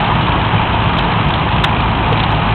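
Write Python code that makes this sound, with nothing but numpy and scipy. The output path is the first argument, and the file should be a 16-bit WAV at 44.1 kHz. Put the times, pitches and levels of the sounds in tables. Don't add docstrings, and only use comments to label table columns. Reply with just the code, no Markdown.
import sys
import numpy as np
from scipy import signal
from scipy.io import wavfile
from scipy.ndimage import uniform_filter1d

SR = 44100
rng = np.random.default_rng(int(sys.argv[2]) if len(sys.argv) > 2 else 0)


def transcribe(signal):
    frames = np.atleast_2d(signal).T
    limited = np.clip(frames, -1, 1)
    pcm = np.round(limited * 32767).astype(np.int16)
    wavfile.write(sys.argv[1], SR, pcm)


def voltage_ratio(decibels):
    exponent = np.asarray(decibels, float) / 20
    return 10 ** exponent


N = 112014
TIME_S = np.arange(N) / SR
FIRING_HZ = 53.95


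def rms_one(x):
    return x / np.sqrt(np.mean(x ** 2) + 1e-20)


def drift(rate_hz):
    r = np.exp(-80 * np.pi * rate_hz / SR)
    chance = rng.standard_normal(N // 40 + 2002)
    slow = signal.lfilter([1], [1, -2 * r, r * r], chance)[2000:]
    return np.interp(np.arange(N) / 40, np.arange(len(slow)), rms_one(slow))


def curve(table):
    return np.interp(TIME_S, *np.transpose(table))


def resonance(x, hz, width_hz):
    r = np.exp(-np.pi * width_hz / SR)
    zeros = np.array([1, 0, -1]) * (1 - r * r) / 2
    poles = [1, -2 * r * np.cos(2 * np.pi * hz / SR), r * r]
    return signal.lfilter(zeros, poles, x + 1e-18)


def coloured(spectrum, patchy_db, fast_hz):
    table_hz, table_db = np.transpose(spectrum)
    edges_hz = 16 * 2 ** np.arange(0, 8.4, 1 / 3)
    together = drift(fast_hz)
    white = rng.standard_normal((2, N))
    out = 0
    for k, (low, high) in enumerate(zip(edges_hz, edges_hz[1:])):
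        sos = signal.butter(2, [low, high], "band", fs=SR, output="sos")
        band = signal.sosfilt(sos, white[k % 2])
        band_db = np.interp(np.log(low * high) / 2, np.log(table_hz), table_db, left=-70, right=-70)
        flicker_db = patchy_db * (0.43 * together + 0.95 * drift(fast_hz))
        out = out + voltage_ratio(band_db + flicker_db) * band
    return rms_one(out)


def beats(hz, jitter_s, spread_db):
    chance = rng.standard_normal((200, 2))
    at = ((np.arange(200) / hz + .005 + jitter_s * chance[:, 0]) * SR).astype(int)
    inside = (at >= 0) & (at < N)
    clicks = np.zeros(N)
    clicks[at[inside]] = voltage_ratio(spread_db * chance[:, 1])[inside]
    return clicks


# multiple of firing rate, level/dB
EXHAUST_TONES = [(1, -28), (2, -23.5), (4, -36), (23, -41)]
REV_WANDER, ORDER_SWAY_DB = 0.0019, 3


def exhaust():
    phase = 2 * np.pi * np.cumsum(FIRING_HZ * (1 + REV_WANDER * drift(0.88))) / SR
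    out = 0
    for order, db in EXHAUST_TONES:
        level = np.sqrt(2) * voltage_ratio(db + ORDER_SWAY_DB * drift(12.0))
        out = out + level * np.sin(order * phase + order)
    return out


# f/Hz, level per Hz/dB
KNOCK_SPECTRUM = [(1300, -25.5), (1700, -1.5), (2100, -10), (2600, -0.5), (3300, 2.5), (3900, -7.5),
                  (4600, -5.5), (5400, -10)]
# f/Hz, width/Hz, level/dB
ENGINE_PARTS = [(1710, 72, -38), (2407, 86, -33.5), (4130, 310, -42.5)]
KNOCK_DB, KNOCK_GATE, KNOCK_DECAY_S = -30.5, .75, .005


def knock():
    pole = np.exp(-1 / (KNOCK_DECAY_S * SR))
    firings = beats(FIRING_HZ, jitter_s=.0008, spread_db=2.2)
    flare = uniform_filter1d(signal.lfilter([1], [1, -pole], firings), size=160)
    gate = rms_one(1 - KNOCK_GATE + KNOCK_GATE * rms_one(flare))
    parts = 0
    for hz, width_hz, db in ENGINE_PARTS:
        parts = parts + voltage_ratio(db) * rms_one(resonance(rng.standard_normal(N), hz, width_hz))
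    clatter = voltage_ratio(KNOCK_DB) * coloured(KNOCK_SPECTRUM, patchy_db=2.5, fast_hz=13)
    return gate * clatter + rms_one(gate ** 2) * parts


# f/Hz, width/Hz, level/dB
HOUSING_MODES = [(38, 4.3, -53.5), (76.16, 6, -27.5), (134, 9.4, -30), (151.8, 21.2, -22), (170, 14, -28.5),
                 (209.3, 13, -34.5)]
# t/s, level/dB
BITE_DEPTH = [(0.0, -17), (0.06, -29), (0.18, -17.5), (0.2, -20), (0.5, -24.5), (0.54, -17.5), (0.61, -25),
              (1.2, -20.5), (1.22, -27), (1.28, -21.5), (1.34, -35.5), (1.39, -16.5), (1.52, -31),
              (1.53, -18.5), (2.07, -26.5), (2.1, -17), (2.17, -24), (2.54, -20)]
TINE_HZ = 37.7
EVEN_SHARE = 0.82


def drum(tines):
    push = rms_one(tines) + .8 * rng.standard_normal(N)
    rings = []
    for hz, width_hz, db in HOUSING_MODES:
        ring = resonance(resonance(push, hz, width_hz), hz, 2 * width_hz)
        rings.append(voltage_ratio(db) * rms_one(ring))
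    boom = sum(rings[2:5])
    swell = rms_one(np.sqrt(uniform_filter1d(boom ** 2, size=2600) + 1e-6))
    bite_db = curve(BITE_DEPTH)
    return sum(rings) - boom + voltage_ratio(bite_db - bite_db.mean()) * boom / swell ** EVEN_SHARE


CLODS_PER_S, CLOD_DB, CLOD_CYCLES, CLOD_TINE_SHARE = 400, -34.5, 5.1, 0.33


def clods(tines):
    spray = 1 - CLOD_TINE_SHARE + CLOD_TINE_SHARE * rms_one(uniform_filter1d(tines, size=400))
    sizes = voltage_ratio(4.8 * np.minimum(rng.exponential(1, N), 4)) * rng.choice([-1, 1], N)
    born = rng.random(N) < CLODS_PER_S * spray / SR
    dealt = rng.integers(0, 14, N)
    patter = 0
    for k, hz in enumerate(np.geomspace(900, 3700, 14)):
        patter = patter + resonance(sizes * born * (dealt == k), hz, 3.0 * hz / CLOD_CYCLES)
    return voltage_ratio(CLOD_DB) * rms_one(patter)


def beaters():
    tines = beats(TINE_HZ, jitter_s=.002, spread_db=3.5)
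    return drum(tines) + clods(tines)


# t/s, peak level/dB, f/Hz, length/s
STONE_HITS = [(.034, -20.5, 2800, 0.012), (0.046, -12.5, 3150, 0.0013), (0.114, -14.5, 2600, 0.0057),
              (.888, -13.5, 3740, .008), (.985, -7.5, 3360, 0.0076), (.991, -10, 2380, 0.0058),
              (1.040, -24, 3380, .005), (1.21, -15.5, 2900, .004), (1.337, -6.5, 3420, 0.003),
              (1.637, 1.5, 3550, 0.0086), (1.64, 2, 1500, .007), (1.784, -17.5, 2680, 0.0044),
              (1.949, -15, 3100, 0.0037), (2.034, -25, 2500, 0.0071), (2.127, -8, 2800, 0.0032),
              (2.198, -7, 3074, 0.0069), (2.234, -6, 3320, .005)]
STONE_WIDTH, STONE_RISE_S, STONE_TAIL_S = 0.39, 0.0011, 0.0025


def stones():
    out, t = np.zeros(N + SR), np.arange(2000) / SR
    noises = rng.standard_normal((len(STONE_HITS), 2000))
    for (start_s, db, hz, length_s), noise in zip(STONE_HITS, noises):
        tail = np.exp(-np.maximum(t - length_s, 0) / STONE_TAIL_S)
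        shape = np.clip(t / STONE_RISE_S, 0, 1) * tail
        burst = shape * resonance(noise, hz, STONE_WIDTH * hz)
        first = int(start_s * SR)
        out[first:first + 2000] += voltage_ratio(db) * burst / np.abs(burst).max()
    return out[:N]


# t/s, peak level/dB, f/Hz, t60/s
PANEL_RINGS = [(.987, -16, 1440, .045), (.891, -16, 1390, .045), (1.643, -8, 1075, .045),
               (1.6425, -12, 1805, .05), (1.6445, -14, 1455, .045), (2.120, -9, 455, .075),
               (2.123, -13, 520, .06), (2.125, -14, 615, .045), (2.036, -16, 2485, .065),
               (1.051, -16, 1005, .055)]
PANEL_RISE_S = 0.0026


def panels():
    out = 0
    for start_s, db, hz, t60_s in PANEL_RINGS:
        t = TIME_S - start_s
        decay = np.exp(-np.log(1000) * np.maximum(t, 0) / t60_s)
        rise = np.clip(t / PANEL_RISE_S, 0, 1)
        out = out + voltage_ratio(db) * rise * decay * np.sin(2 * np.pi * hz * t)
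    return out


# f/Hz, level per Hz/dB
ROAR_SPECTRUM = [(210, -29.5), (350, -7), (448, -9), (542, -9), (880, 2), (1560, -10), (2170, -14),
                 (2450, -11.5), (3100, -11), (4030, -42), (6820, -120)]
# t/s, level/dB
EFFORT = [(0.0, -21), (1.36, -22.5), (1.85, -22.5), (2.26, -22), (2.54, -21.5)]
ROAR_DB = -17


def roar():
    effort_db = curve(EFFORT)
    level = voltage_ratio(ROAR_DB + effort_db - effort_db.mean())
    return level * coloured(ROAR_SPECTRUM, patchy_db=1.01, fast_hz=25.7)


# f/Hz, level per Hz/dB
WIND_SPECTRUM = [(20, -13), (45, 1.5), (100, -1.5), (180, -5), (260, 0), (450, -13.5), (700, -20.5)]
# t/s, peak level/dB, f/Hz
WIND_THUMPS = [(0.013, -15.5, 165), (.108, -21, 160), (0.156, -11, 153.5), (0.219, -16, 170),
               (0.556, -6, 127), (0.874, -4.5, 119), (1.265, -9, 130), (1.286, -6, 138), (1.602, -6, 109),
               (1.805, -18.5, 170), (2.318, -15, 170), (2.470, -11.5, 150)]
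WIND_DB, THUMP_CYCLES = -22.5, 0.63


def wind():
    thumps = 0
    for centre_s, db, hz in WIND_THUMPS:
        t = TIME_S - centre_s
        bell = np.exp(-(t * hz / THUMP_CYCLES) ** 2)
        thumps = thumps + voltage_ratio(db) * np.cos(2 * np.pi * hz * t) * bell
    return voltage_ratio(WIND_DB) * coloured(WIND_SPECTRUM, patchy_db=0.0, fast_hz=2.2) + thumps


def scene():
    return (exhaust() + knock() + beaters() + stones() + panels() + roar() + wind())[None]


# t/s, peak level/dB
OVERLOAD_TICKS = [(.0110, -15.5), (0.1089, -27.5), (0.1543, -20.5), (0.2212, -39), (.2217, -18.5),
                  (0.8584, -37), (0.8727, -29), (0.9869, -8.5), (1.2885, -14.5), (1.2883, -35.5),
                  (1.6423, -8), (1.6444, -18), (1.6456, -15), (1.6470, -19), (1.6485, -6), (1.8071, -22),
                  (2.1262, -17.5), (2.1275, -18), (2.3182, -14.5)]
CORNER_HZ = 4000


def overload_corners():
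    at_s, db = np.transpose(OVERLOAD_TICKS)
    ticks = np.zeros(N)
    ticks[(at_s * SR).astype(int)] = voltage_ratio(db)
    return signal.sosfilt(signal.butter(2, CORNER_HZ, fs=SR, output="sos"), ticks)


def low_pass(x):
    return signal.sosfilt(signal.butter(12, 15900, fs=SR, output="sos"), x)


SOFT_TOP, CLIP_TOP = .66, .76
STOP_HZ, STOP_FADE_S = 4937, .001


def record(dry):
    x = dry / (1 + (dry / SOFT_TOP) ** 6) ** (1 / 6)
    x = signal.sosfilt(signal.cheby2(12, 70, STOP_HZ, fs=SR, output="sos"), x)
    x = np.clip(x, -CLIP_TOP, CLIP_TOP) + overload_corners()
    x = x * np.clip((N - np.arange(N)) / (STOP_FADE_S * SR), 0, 1)
    return low_pass(x)


dry = scene()
out = record(dry)
transcribe(out)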